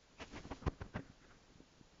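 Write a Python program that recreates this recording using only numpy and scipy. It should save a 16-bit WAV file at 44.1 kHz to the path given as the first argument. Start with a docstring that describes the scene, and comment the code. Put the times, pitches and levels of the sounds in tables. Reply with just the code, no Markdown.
"""A long-haired cat licks its coat on a rug, over the hush of a small room.
It shifts, and its fur hisses between the first licks. They come about seven a second,
each a short rasp of tongue on fur; the heavier ones carry a soft, dull bump.
After about a second the cat lifts its head, which settles with a faint rustle.
One last light lick and a few faint taps follow."""
import sys
import numpy as np
from scipy import signal
from scipy.fft import rfft, irfft, next_fast_len
from scipy.io import wavfile
from scipy.ndimage import map_coordinates

SR = 44100
rng = np.random.default_rng(int(sys.argv[2]) if len(sys.argv) > 2 else 0)


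def dump_mix(stems):
    """Bounce the given channels to the path in sys.argv[1] as a 16-bit WAV at rate SR."""
    frames = np.atleast_2d(stems).T  # one column per channel
    limited = np.clip(frames, -1, 1)  # hard clip at full scale
    pcm = np.round(limited * 32767).astype(np.int16)
    wavfile.write(sys.argv[1], SR, pcm)


N = 88200
T = np.arange(N) / SR

# Tone of the room's hush, from low to high: f/Hz, level/dB
HUSH_TONE = [(15, -44.5), (25, -1), (43, -2.5), (243, -8), (347, -18), (461, -8), (584, -8.5), (938, -9.5),
             (1700, -14), (4170, -14.5), (7200, -17), (9360, -66.5), (15800, -120)]
# How long the room echoes: f/Hz, time to fade by 60 dB/s
ROOM_FADE = [(100, 0.19), (500, 0.32), (2000, 0.053), (7000, 0.24)]
# The cat shifting on the rug: t/s, level/dB
SHIFT_LEVELS = [(0, -74.5), (.15, -68), (.28, -60.5), (.34, -54), (.43, -58), (.58, -56.5), (.70, -55.5),
                (.78, -61.5), (.85, -52.5), (.92, -58.5), (1.02, -58.5), (1.15, -68), (1.32, -62.5),
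                (1.44, -64), (1.55, -68), (2, -68)]
# Its low, rubbing tone: f/Hz, level/dB
SHIFT_TONE = [(25, 11), (70, 1.5), (160, 1), (290, -2), (480, -6.5), (800, -15), (1700, -18), (3000, -34),
              (7000, -55)]
# The hiss of brushed fur: t/s, level/dB
FUR_LEVELS = [(0, -93), (.165, -77), (.205, -68), (.29, -62.5), (.37, -60.5), (.45, -66.5), (.53, -62),
              (.62, -67), (.70, -95.5), (1.0, -85.5)]
# Its bright tone: f/Hz, level/dB
FUR_TONE = [(100, -16.5), (700, -3.5), (2800, 4.5), (4000, 3.5), (6200, 4), (7400, 0)]
# The rustle as the head settles: t/s, level/dB
SETTLE_LEVELS = [(.9, -88), (1.0, -74), (1.09, -70), (1.14, -84), (1.25, -72.5), (1.32, -70.5),
                 (1.38, -81.5), (1.6, -95)]
# Its thin tone: f/Hz, level/dB
SETTLE_TONE = [(300, -21), (1000, -11.5), (1500, 1.5), (2600, -12.5), (4500, -24.5)]
# Soft bumps and taps: t/s, level/dB, width/s, ring compared with the bump/dB
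BUMP_EVENTS = [(0.408, -54.5, 0.0014, -19), (0.455, -45, 0.00098, -27.5), (0.518, -40, .0025, -9.5),
               (0.669, -31.5, 0.0018, -25.5), (0.6816, -31.5, 0.0028, -37.5), (0.682, -27.5, 0.0005, -22),
               (0.8219, -37.5, 0.0017, -25.5), (0.96, -41, 0.0024, -22.5), (0.9936, -40, 0.00062, -6.5),
               (1.101, -47, 0.0013, -20), (1.217, -58.5, 0.0013, -24), (1.559, -53, 0.0013, -25),
               (1.605, -47.5, 0.00067, -16.5), (1.813, -49, 0.00091, -37)]
# The notes that ring after a bump: f/Hz, level/dB, time to fade by 60 dB/s
RING_NOTES = [(272, 2, 0.16), (403, -10.5, 0.021)]
# Licks at their peaks: t/s, level/dB, rise/s, fall/s, brightness/(dB per octave), f/Hz, boost at f/dB
LICKS = [(0.194, -61, 0.016, 0.0055, 1.5, 2470, 18), (0.205, -46, 0.0057, 0.0032, .3, 192, -3),
         (0.218, -44, 0.011, 0.02, 1.5, 2770, 4.5), (0.354, -53, 0.035, .02, 0.7, 292, 10),
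         (.377, -47.5, 0.021, .018, 1, 2180, 5.5), (0.454, -54, 0.013, 0.013, -2.5, 850, 7),
         (0.518, -40.5, 0.0089, 0.014, -1.5, 983, 8.5), (.632, -51, .013, 0.026, -3.4, 1330, 13.5),
         (.670, -39, 0.0081, 0.0088, -1.14, 1046, 4.5), (.680, -38, 0.009, 0.0031, 0.7, 1020, 10),
         (.820, -44, 0.011, 0.007, -1.27, 1500, 4.5), (.965, -38.5, 0.016, 0.014, -2.1, 1540, 7),
         (0.995, -48.5, 0.0063, 0.011, -4, 1720, 18.5), (1.315, -61.5, 0.011, 0.013, 1, 1390, 20.5)]
# Tone of the tongue rasping on fur: f/Hz, level/dB
RASP_TONE = [(30, -12.5), (100, 1), (280, -1), (480, -6.5), (740, -6), (1000, -8.5), (1300, -11),
             (1700, -12.5), (2800, -16.5), (4100, -25), (6300, -29), (7400, -36.5)]


def amp(db):
    """Turn decibels into a number to multiply by."""
    return 10 ** (np.asarray(db) / 20)


def unit(x):
    """Scale a sound to an average strength (rms) of 1."""
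    return x / np.sqrt(np.mean(x ** 2) + 1e-20)


def along(points, hz):
    """Read between a table's rows, with frequency spaced in octaves."""
    freqs, values = np.transpose(points)
    return np.interp(np.log(hz + 1), np.log(freqs + 1), values)


def filtered(x, gain):
    """Turn each frequency up or down by gain(hz)."""
    size = next_fast_len(N + SR // 2)
    hz = np.fft.rfftfreq(size, 1 / SR)
    return irfft(rfft(x, size) * gain(hz), size)[:N]


def friction(tone, tilt=0, boost_hz=1000, boost_db=0, slips_per_s=4000):
    """Thousands of hairs slip free, making tiny clicks over a smooth hiss."""
    slips = (rng.random(N) < slips_per_s / SR) * rng.standard_normal(N)
    slips *= amp(1.5 * rng.standard_normal(N))
    hiss = 0.86 * rng.standard_normal(N)

    def gain(hz):
        brightness = tilt * np.log2(np.maximum(hz, 150) / 700)  # tips like a seesaw around 700 Hz
        octaves_away = np.log2((hz + 1) / boost_hz)
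        boost = boost_db / (1 + (octaves_away / 0.18) ** 2)  # lifts one narrow band
        return amp(along(tone, hz) + brightness + boost)

    return unit(filtered(unit(slips) + hiss, gain))


def hush(level_db=-70):
    """The room rumbles and the microphone hisses steadily."""
    noise = filtered(rng.standard_normal(N), lambda hz: amp(along(HUSH_TONE, hz)))
    return amp(level_db) * unit(noise)


def room_echo(x, level_db=-23.5):
    """A carpeted room answers with a short, dull echo."""
    hz, t, noise = signal.stft(rng.standard_normal(SR // 2), SR, nperseg=256)
    fade = amp(-60 * t / along(ROOM_FADE, hz)[:, None])
    _, tail = signal.istft(noise * fade, SR, nperseg=256)
    return amp(level_db) * signal.fftconvolve(x, tail / np.linalg.norm(tail))[:N]


def rustle(levels, tone, flutter_db, changes_per_s=45):
    """Fur keeps rubbing, louder and softer as the pressure flutters at random."""
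    pressure = map_coordinates(rng.standard_normal(1000), [T * changes_per_s], mode="wrap")
    level_db = np.interp(T, *np.transpose(levels))
    return amp(level_db + flutter_db * np.tanh(pressure)) * friction(tone)


def bumps():
    """Each padded touch pushes once, springs back and rings briefly."""
    out = np.zeros(N)
    for when, db, width, ring_db in BUMP_EVENTS:
        offset = (T - when) / width
        push = offset * np.exp((1 - offset ** 2) / 2)
        age = np.maximum(T - when, 0)
        ring = sum(amp(level - 60 * age / fade_s) * np.sin(2 * np.pi * hz * age)
                   for hz, level, fade_s in RING_NOTES)
        out += amp(db) * (push + amp(ring_db) * ring)
    return out


def licks():
    """The tongue drags over fur and lets go; each lick has its own brightness and resonance."""
    out = np.zeros(N)
    for when, db, rise, fall, tilt, boost_hz, boost_db in LICKS:
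        from_peak = np.abs(T - when) / np.where(T < when, rise, fall)
        swell = np.exp(-from_peak ** 1.63)
        out += amp(db) * swell * friction(RASP_TONE, tilt, boost_hz, boost_db)
    return out


def scene():
    """Add everything into one channel; only the licks and bumps echo."""
    cat = licks() + bumps()
    shifting = rustle(SHIFT_LEVELS, SHIFT_TONE, flutter_db=4.0)
    fur = rustle(FUR_LEVELS, FUR_TONE, flutter_db=2.6)
    settling = rustle(SETTLE_LEVELS, SETTLE_TONE, flutter_db=4.4)
    return (cat + room_echo(cat) + shifting + fur + settling + hush())[None]


def record(dry, low_hz=22, top_hz=7280):
    """Soften the deepest bass and sharply cut off the highest treble."""
    def gain(hz):
        bass_cut = hz / np.hypot(hz, low_hz)
        treble_cut = 1 / np.sqrt(1 + (hz / top_hz) ** 160)
        return bass_cut * treble_cut

    return filtered(dry[0], gain)[None]


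dry = scene()
out = record(dry)
dump_mix(out)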